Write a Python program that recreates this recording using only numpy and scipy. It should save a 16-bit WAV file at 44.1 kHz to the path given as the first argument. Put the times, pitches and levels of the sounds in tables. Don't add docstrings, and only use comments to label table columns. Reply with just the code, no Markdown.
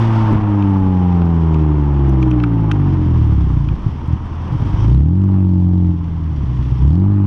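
import sys
import numpy as np
from scipy import signal
from scipy.fft import rfft, irfft, next_fast_len
from scipy.io import wavfile
from scipy.ndimage import uniform_filter1d

SR = 44100
rng = np.random.default_rng(int(sys.argv[2]) if len(sys.argv) > 2 else 0)


def transcribe(u):
    v = np.clip(np.atleast_2d(u).T, -1, 1)
    q = np.round(v * 32767).astype(np.int16)
    wavfile.write(sys.argv[1], SR, q)


N = 320166
TIME = np.arange(N) / SR

# t/s, f/Hz
FIRING_RATE = [(0, 114.4), (.9, 93), (2.1, 66.8), (2.5, 57.3), (3.15, 39.6), (3.68, 26.8), (3.95, 38.5),
               (4.58, 41.5), (4.84, 54.5), (5.0, 69.5), (5.18, 95.5), (5.27, 97), (5.56, 90.4),
               (5.78, 89.8), (6.3, 78.5), (6.5, 62.3), (6.79, 62.5), (6.88, 72.5), (7.0, 94), (7.09, 101.4),
               (7.26, 98.3)]
# opening t/s, lifting t/s, attack t/s, whistle level/dB
THROTTLE_PULLS = [(4.784, 5.903, 0.12, -37), (6.777, 7.36, 0.062, -43)]
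# f/Hz, level/dB
PIPE_RESPONSE = [(20,-34.5), (42,-25), (68,-13.7), (88,-18), (112,-12.5), (168,-19), (215,-30.5), (258,-31),
                 (303,-20.5), (358,-34), (400,-36.5), (485,-48), (650,-51.5), (860,-43), (1250,-56),
                 (2000,-67.5), (6000,-100.5)]
# f/Hz, level/dB
PIPE_BOOM = [(28, -33), (44, -27), (56, -20.5), (68, -14), (89, -17), (114, -13.5), (140, -16),
             (182, -15.5), (205, -20), (230, -22)]
# overrun level/dB, loaded level/dB
HARMONICS = [(0.5, -1), (-2.5, -6), (4, -5.5), (-2.5, -10.5), (1, -12), (-3.5, -7.5), (0.5, -14.5),
             (-3.5, -2), (-2.5, -8.5), (-2.5, -12), (-8, -17)]
HALF_ORDERS = [-18, -7.5, -2.5, 0.5, -7.5, -11, 1, -12, -0.5, -5]
# t/s, level/dB
LATE_BURNS = [(0.355,0.5), (3.734,-8), (3.862,0), (3.881,-6.5), (3.925,-10), (4.082,-5), (4.106,-4.5),
              (4.131,-1.5), (4.523,-4.5), (4.546,-3.5), (4.621,-5.5), (4.739,-6.5), (6.436,-1.5),
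              (6.494,-5.5), (6.591,-4), (6.719,-2)]
# f/Hz, level/dB
RASP_SPECTRUM = [(200,-12.5), (380,-5), (540,-1.5), (700,-0.5), (900,5), (1150,2), (1500,-7.5),
                 (2000,-13.5), (3000,-18.5), (4200,-34), (7000,-46.5), (14000,-71.5)]
# t/s, level/dB
RASP_ENVELOPE = [(0, -20), (.365, -20), (.395, -22), (.9, -29), (2.6, -26), (3.7, -35), (4.5, -33.5),
                 (5.02, -36), (5.33, -27.5), (5.55, -36), (6.1, -34), (6.8, -38), (7.1, -25), (7.26, -27)]
# f/Hz, bandwidth/Hz, level/dB
TAILPIPE_MODES = [(1002, 160, -1.5), (3145, 290, -15), (5620, 670, -20.5)]
# start t/s, peak t/s, end t/s, multiple of the firing rate, level/dB
WHINE_ORDERS = [(0, .33, 0.33, 25/3, -17.5), (.42, .72, 1.4, 9, -25), (1.294, 1.55, 2.3, 12, -31),
                (2.38, 2.58, 2.96, 16, -26)]
# t/s, level/dB, central f/Hz, 60 dB decay t/s
GRIT_IMPACTS = [(0.623,-28,2900,0.011), (1.218,-27,1680,0.0049), (1.542,-29,2900,.012),
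                (2.093,-39.5,10300,0.0072), (2.221,-43,7450,.005), (2.226,-20,2880,0.019),
                (2.307,-38,7360,.006), (2.312,-21.5,2600,0.014), (2.399,-23,2300,0.02),
                (2.435,-11.5,1460,0.023), (2.635,-46,7016,0.013), (2.713,-10.5,1900,.013),
                (2.715,-21,4180,0.014), (3.686,-26,2160,.01)]
# f/Hz, bandwidth/Hz, level/dB
PANEL_MODES = [(900,430,-5), (1380,310,13), (2540,460,6), (2780,900,6.5), (3900,400,-11.5), (5900,600,-1.5),
               (8000,690,-19.5), (10500,2500,-9.5)]
# f/Hz, level/dB
HISS_SPECTRUM = [(600,-5.5), (1300,-1.5), (1900,4), (2400,-0.5), (3050,2.5), (3500,0), (3900,-8),
                 (4900,-7.5), (5700,-8), (6500,-16), (7300,-21), (9500,-25.5), (12000,-44), (15000,-50)]
# t/s, level/dB
HISS_ENVELOPE = [(0, -32.5), (.36, -38.5), (.4, -44), (.8, -45.5), (3.3, -44), (4.2, -48.5), (4.8, -46),
                 (5.2, -48.5), (6.7, -44), (7.26, -54)]
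# f/Hz, level/dB
WIND_SPECTRUM = [(10,-14), (25,4), (50,-5.5), (90,-15.5), (200,-2.5), (400,-17.5), (900,-46), (3000,-81)]
# t/s, half width/s, level/dB
WIND_GUSTS = [(.3, 0.2, -20), (.85, 0.083, -24.5)]

# overrun level/dB, idle level/dB, full-throttle level/dB
TONE_DB, OCTAVE_DB, PULSE_DB = (8, 2.5, 14), (7, -3, 10), (8, -8, 8)
UNEVEN_DB, CRACKLE_DB = (-25, -20.5, -22.5), (-70.5, -70.5, -50)


def exhaust_note(rate, firings, boom_drives_db, pulse_db, load, pipe, jitter_cycles=0.0032):
    hz, log_gain = pipe
    boom_hz, boom_db = np.transpose(PIPE_BOOM)
    angle = 2 * np.pi * (firings + jitter_cycles * drift(38))
    boom_angle = angle + np.interp(rate, hz, log_gain.imag)
    out = np.zeros(N)
    for k, drive_db in enumerate(boom_drives_db, 1):
        level_db = drive_db + np.interp(k * rate, boom_hz, boom_db) + 0.07 * drift(4.3)
        out += from_db(level_db) * np.cos(k * boom_angle)
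    orders = [(k, *levels_db) for k, levels_db in enumerate(HARMONICS, 3)]
    orders += [(k + 0.5, db - 18.5, db) for k, db in enumerate(HALF_ORDERS)]
    blunting_db = 4.5 * lugging(rate)
    for k, overrun_db, loaded_db in orders:
        transfer = np.interp(k * rate, hz, log_gain)
        level_db = pulse_db + overrun_db + load * (loaded_db - overrun_db)
        level_db += 2.03 * drift(27) - blunting_db * np.log2(k)
        out += from_db(level_db) * np.exp(transfer.real) * np.cos(k * angle + transfer.imag)
    return np.sqrt(2) * out


def crank_lines(rate, firings, load, pipe, level_db=7, tilt_db_per_octave=5, lugging_db=-11):
    hz, log_gain = pipe
    colour = np.exp(log_gain.real) * from_db(level_db + tilt_db_per_octave * np.log2((hz + 1) / 850))
    out = 0
    for k in [m / 3 for m in range(13, 42) if m % 3]:
        line = np.cos(2 * np.pi * (k * firings + rng.random()))
        out += np.interp(k * rate, hz, colour) * line
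    return (1 - load) * from_db(lugging_db * lugging(rate)) * out


def uneven_firing(rate, firings, level_db, pipe, soft_hz=330):
    impulses = np.diff(np.floor(firings), prepend=0)
    scatter = rms_one(impulses * rng.uniform(-1.7, 1, N) / np.sqrt(rate))
    churn = rng.standard_normal(N)
    rumble = through(lowpass(scatter + churn, soft_hz), pipe)
    running_rms = np.sqrt(uniform_filter1d(rumble ** 2, size=SR // 12) + 1e-12)
    return from_db(level_db) * rumble / running_rms


def burbles(pipe, soft_hz=200):
    kicks = np.zeros(N)
    for s, db in LATE_BURNS:
        kicks[int(s * SR)] = -from_db(db)
    thumps = through(lowpass(kicks, soft_hz), pipe)
    return thumps * np.abs(kicks).max() / np.abs(thumps).max()


def gas_rasp(firings, load, throttle):
    depth = 0.083 * (1 - load) + 0.67 * throttle
    crank_throb = 1 + 0.12 * (1 - load) * np.cos(2 * np.pi * firings / 3)
    flow = crank_throb * puffs(firings, depth, manifold_depth=0.091 * throttle, flutter_db=1.05)
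    return from_db(in_time(RASP_ENVELOPE)) * noise(RASP_SPECTRUM, flow)


def crackle(firings, level_db, surge_db=9, surge_lag_s=0.14):
    ticks = puffs(firings, depth=4.6, manifold_depth=0.39, flutter_db=2) * rng.standard_normal(N)
    surge = sum(swell(opens + surge_lag_s, 0.071) for opens, *_ in THROTTLE_PULLS)
    return from_db(level_db + surge_db * surge) * rms_one(bandpass(ticks, 1400, 4400))


def whistle(steady_db=-43, flare_s=0.043, lag_s=0.029):
    flow = rng.standard_normal(N)
    ringing = sum(from_db(db) * resonance(flow, hz, width_hz) for hz, width_hz, db in TAILPIPE_MODES)
    flares = sum(from_db(db) * swell(opens + lag_s, flare_s) for opens, _, _, db in THROTTLE_PULLS)
    return ringing * (from_db(steady_db) + flares)


def whines(firings):
    out = 0
    for start, peak, end, order, db in WHINE_ORDERS:
        envelope = np.sqrt(np.interp(TIME, [start, peak, end], [0, 1, 0]))
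        out += from_db(db) * envelope * np.sin(2 * np.pi * order * firings)
    return out


def grit(log_spread=0.53, rise_s=0.001, crest=1.32):
    out, t = np.zeros(N), TIME[:SR // 10]
    for s, db, pitch_hz, t60 in GRIT_IMPACTS:
        envelope = from_db(-60 * t / t60) * (1 - np.exp(-t / rise_s)) ** 2
        scratch = envelope * rng.standard_normal(len(t))
        knock = 0
        for hz, width_hz, mode_db in PANEL_MODES:
            reach = np.exp(-0.5 * (np.log(hz / pitch_hz) / log_spread) ** 2)
            knock += reach * from_db(mode_db) * resonance(scratch, hz, width_hz)
        start, onset_rms = int(s * SR), knock[:SR // 200].std()
        out[start:start + len(t)] += from_db(db) * knock / (crest * onset_rms)
    return out


def sand(grains_per_s=22, level_db=-36, spread_db=4):
    hits = rng.random(N) < grains_per_s / SR
    sizes = from_db(level_db + spread_db * np.minimum(rng.exponential(1, N), 2))
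    return bandpass(hits * sizes + 1e-18, 3000, 8500)


def tyre_hiss(flicker_db=1.6):
    return from_db(in_time(HISS_ENVELOPE) + flicker_db * drift(64)) * noise(HISS_SPECTRUM)


def wind(steady_db=-26.5, lumpy_db=4):
    force = from_db(steady_db) + sum(from_db(db) * swell(s, width_s) for s, width_s, db in WIND_GUSTS)
    return force * from_db(lumpy_db * drift(24)) * noise(WIND_SPECTRUM)


def pedals(clutch_s=3.748, slip_s=0.06, ease_per_s=0.24, lift_s=0.062):
    load = np.clip((TIME - clutch_s) / slip_s + 0.5, 0, 1)
    throttle = 0
    for opens, lifts, attack_s, _ in THROTTLE_PULLS:
        held, lifted = np.maximum(TIME - opens, 0), np.maximum(TIME - lifts, 0)
        throttle += (1 - np.exp(-held / attack_s)) * np.exp(-ease_per_s * held - lifted / lift_s)
    return load, throttle


def strength(levels_db, rate, load, throttle, db_per_octave=5.5, reference_hz=60):
    overrun_db, idle_db, full_db = levels_db
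    burning_db = idle_db + throttle * (full_db - idle_db) + db_per_octave * np.log2(rate / reference_hz)
    stumble_db = -12 * swell(0.407, 0.0057)
    return overrun_db + load * (burning_db - overrun_db) + stumble_db


def lugging(rate, slow_hz=56.5):
    return np.clip(np.log2(slow_hz / rate), 0, 1)


def puffs(firings, depth, manifold_depth, flutter_db):
    angle = 2 * np.pi * firings
    flow = np.exp(depth * np.cos(angle) + manifold_depth * np.cos(angle / 2))
    flow *= from_db(flutter_db * drift(66))
    return flow / np.sqrt(uniform_filter1d(flow ** 2, size=SR // 10))


def response(spectrum):
    size = 2 * next_fast_len(N // 2 + SR // 2)
    hz = np.arange(size // 2 + 1) * SR / size
    knots_hz, db = np.transpose(spectrum)
    gain = from_db(np.interp(np.log(hz + 1), np.log(knots_hz), db))
    cepstrum = irfft(np.log(gain))
    cepstrum[1:size // 2] *= 2
    cepstrum[size // 2 + 1:] = 0
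    return hz, rfft(cepstrum)


def through(x, body):
    hz, log_gain = body
    return irfft(rfft(x, 2 * (len(hz) - 1)) * np.exp(log_gain))[:N]


def noise(spectrum, gate=1):
    return rms_one(through(gate * rng.standard_normal(N), response(spectrum)))


def resonance(x, hz, width_hz):
    return rms_one(bandpass(x, hz - width_hz / 2, hz + width_hz / 2))


def bandpass(x, low_hz, high_hz):
    return signal.sosfilt(signal.butter(2, [low_hz, high_hz], "band", fs=SR, output="sos"), x)


def lowpass(x, hz):
    return signal.sosfilt(signal.butter(2, hz, fs=SR, output="sos"), x)


def drift(hz, hop=40, settle=2000):
    pole = np.exp(-2 * np.pi * hz * hop / SR)
    white = rng.standard_normal(N // hop + settle + 2)
    slow = signal.lfilter([1], [1, -2 * pole, pole * pole], white)[settle:]
    return np.interp(np.arange(N) / hop, np.arange(len(slow)), rms_one(slow))


def swell(s, width_s):
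    return np.exp(-((TIME - s) / width_s) ** 2)


def in_time(rows):
    return np.interp(TIME, *np.transpose(rows))


def from_db(db):
    return 10 ** (np.asarray(db) / 20)


def rms_one(x):
    return x / np.sqrt(np.mean(x ** 2) + 1e-20)


def gain_control(x, ceiling_db=-4.5, attack_s=0.025, recovery_db_per_s=8.5):
    over_db = np.maximum(20 * np.log10(np.abs(x) + 1e-9) - ceiling_db, 0)
    recovery_db = recovery_db_per_s * TIME
    held_db = np.maximum.accumulate(over_db + recovery_db, axis=-1) - recovery_db
    pole = np.exp(-1 / (attack_s * SR))
    initial_db = held_db[:, [SR // 20]]
    cut_db, _ = signal.lfilter([1 - pole], [1, -pole], held_db, zi=initial_db)
    return x * from_db(-cut_db)


def scene():
    rate = in_time(FIRING_RATE)
    firings = np.cumsum(rate) / SR
    load, throttle = pedals()
    pipe = response(PIPE_RESPONSE)
    tone_db, octave_db, pulse_db, uneven_db, crackle_db = (
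        strength(part, rate, load, throttle)
        for part in (TONE_DB, OCTAVE_DB, PULSE_DB, UNEVEN_DB, CRACKLE_DB))
    note = exhaust_note(rate, firings, (tone_db, octave_db), pulse_db, load, pipe)
    lines = crank_lines(rate, firings, load, pipe) + whines(firings)
    lumps = uneven_firing(rate, firings, uneven_db, pipe) + burbles(pipe)
    gas = gas_rasp(firings, load, throttle) + crackle(firings, crackle_db) + whistle()
    road = tyre_hiss() + grit() + sand()
    return (note + lines + lumps + gas + road + wind())[None]


def record(dry):
    return signal.sosfilt(signal.cheby2(12, 70, 15600, fs=SR, output="sos"), gain_control(dry))


dry = scene()
out = record(dry)
transcribe(out)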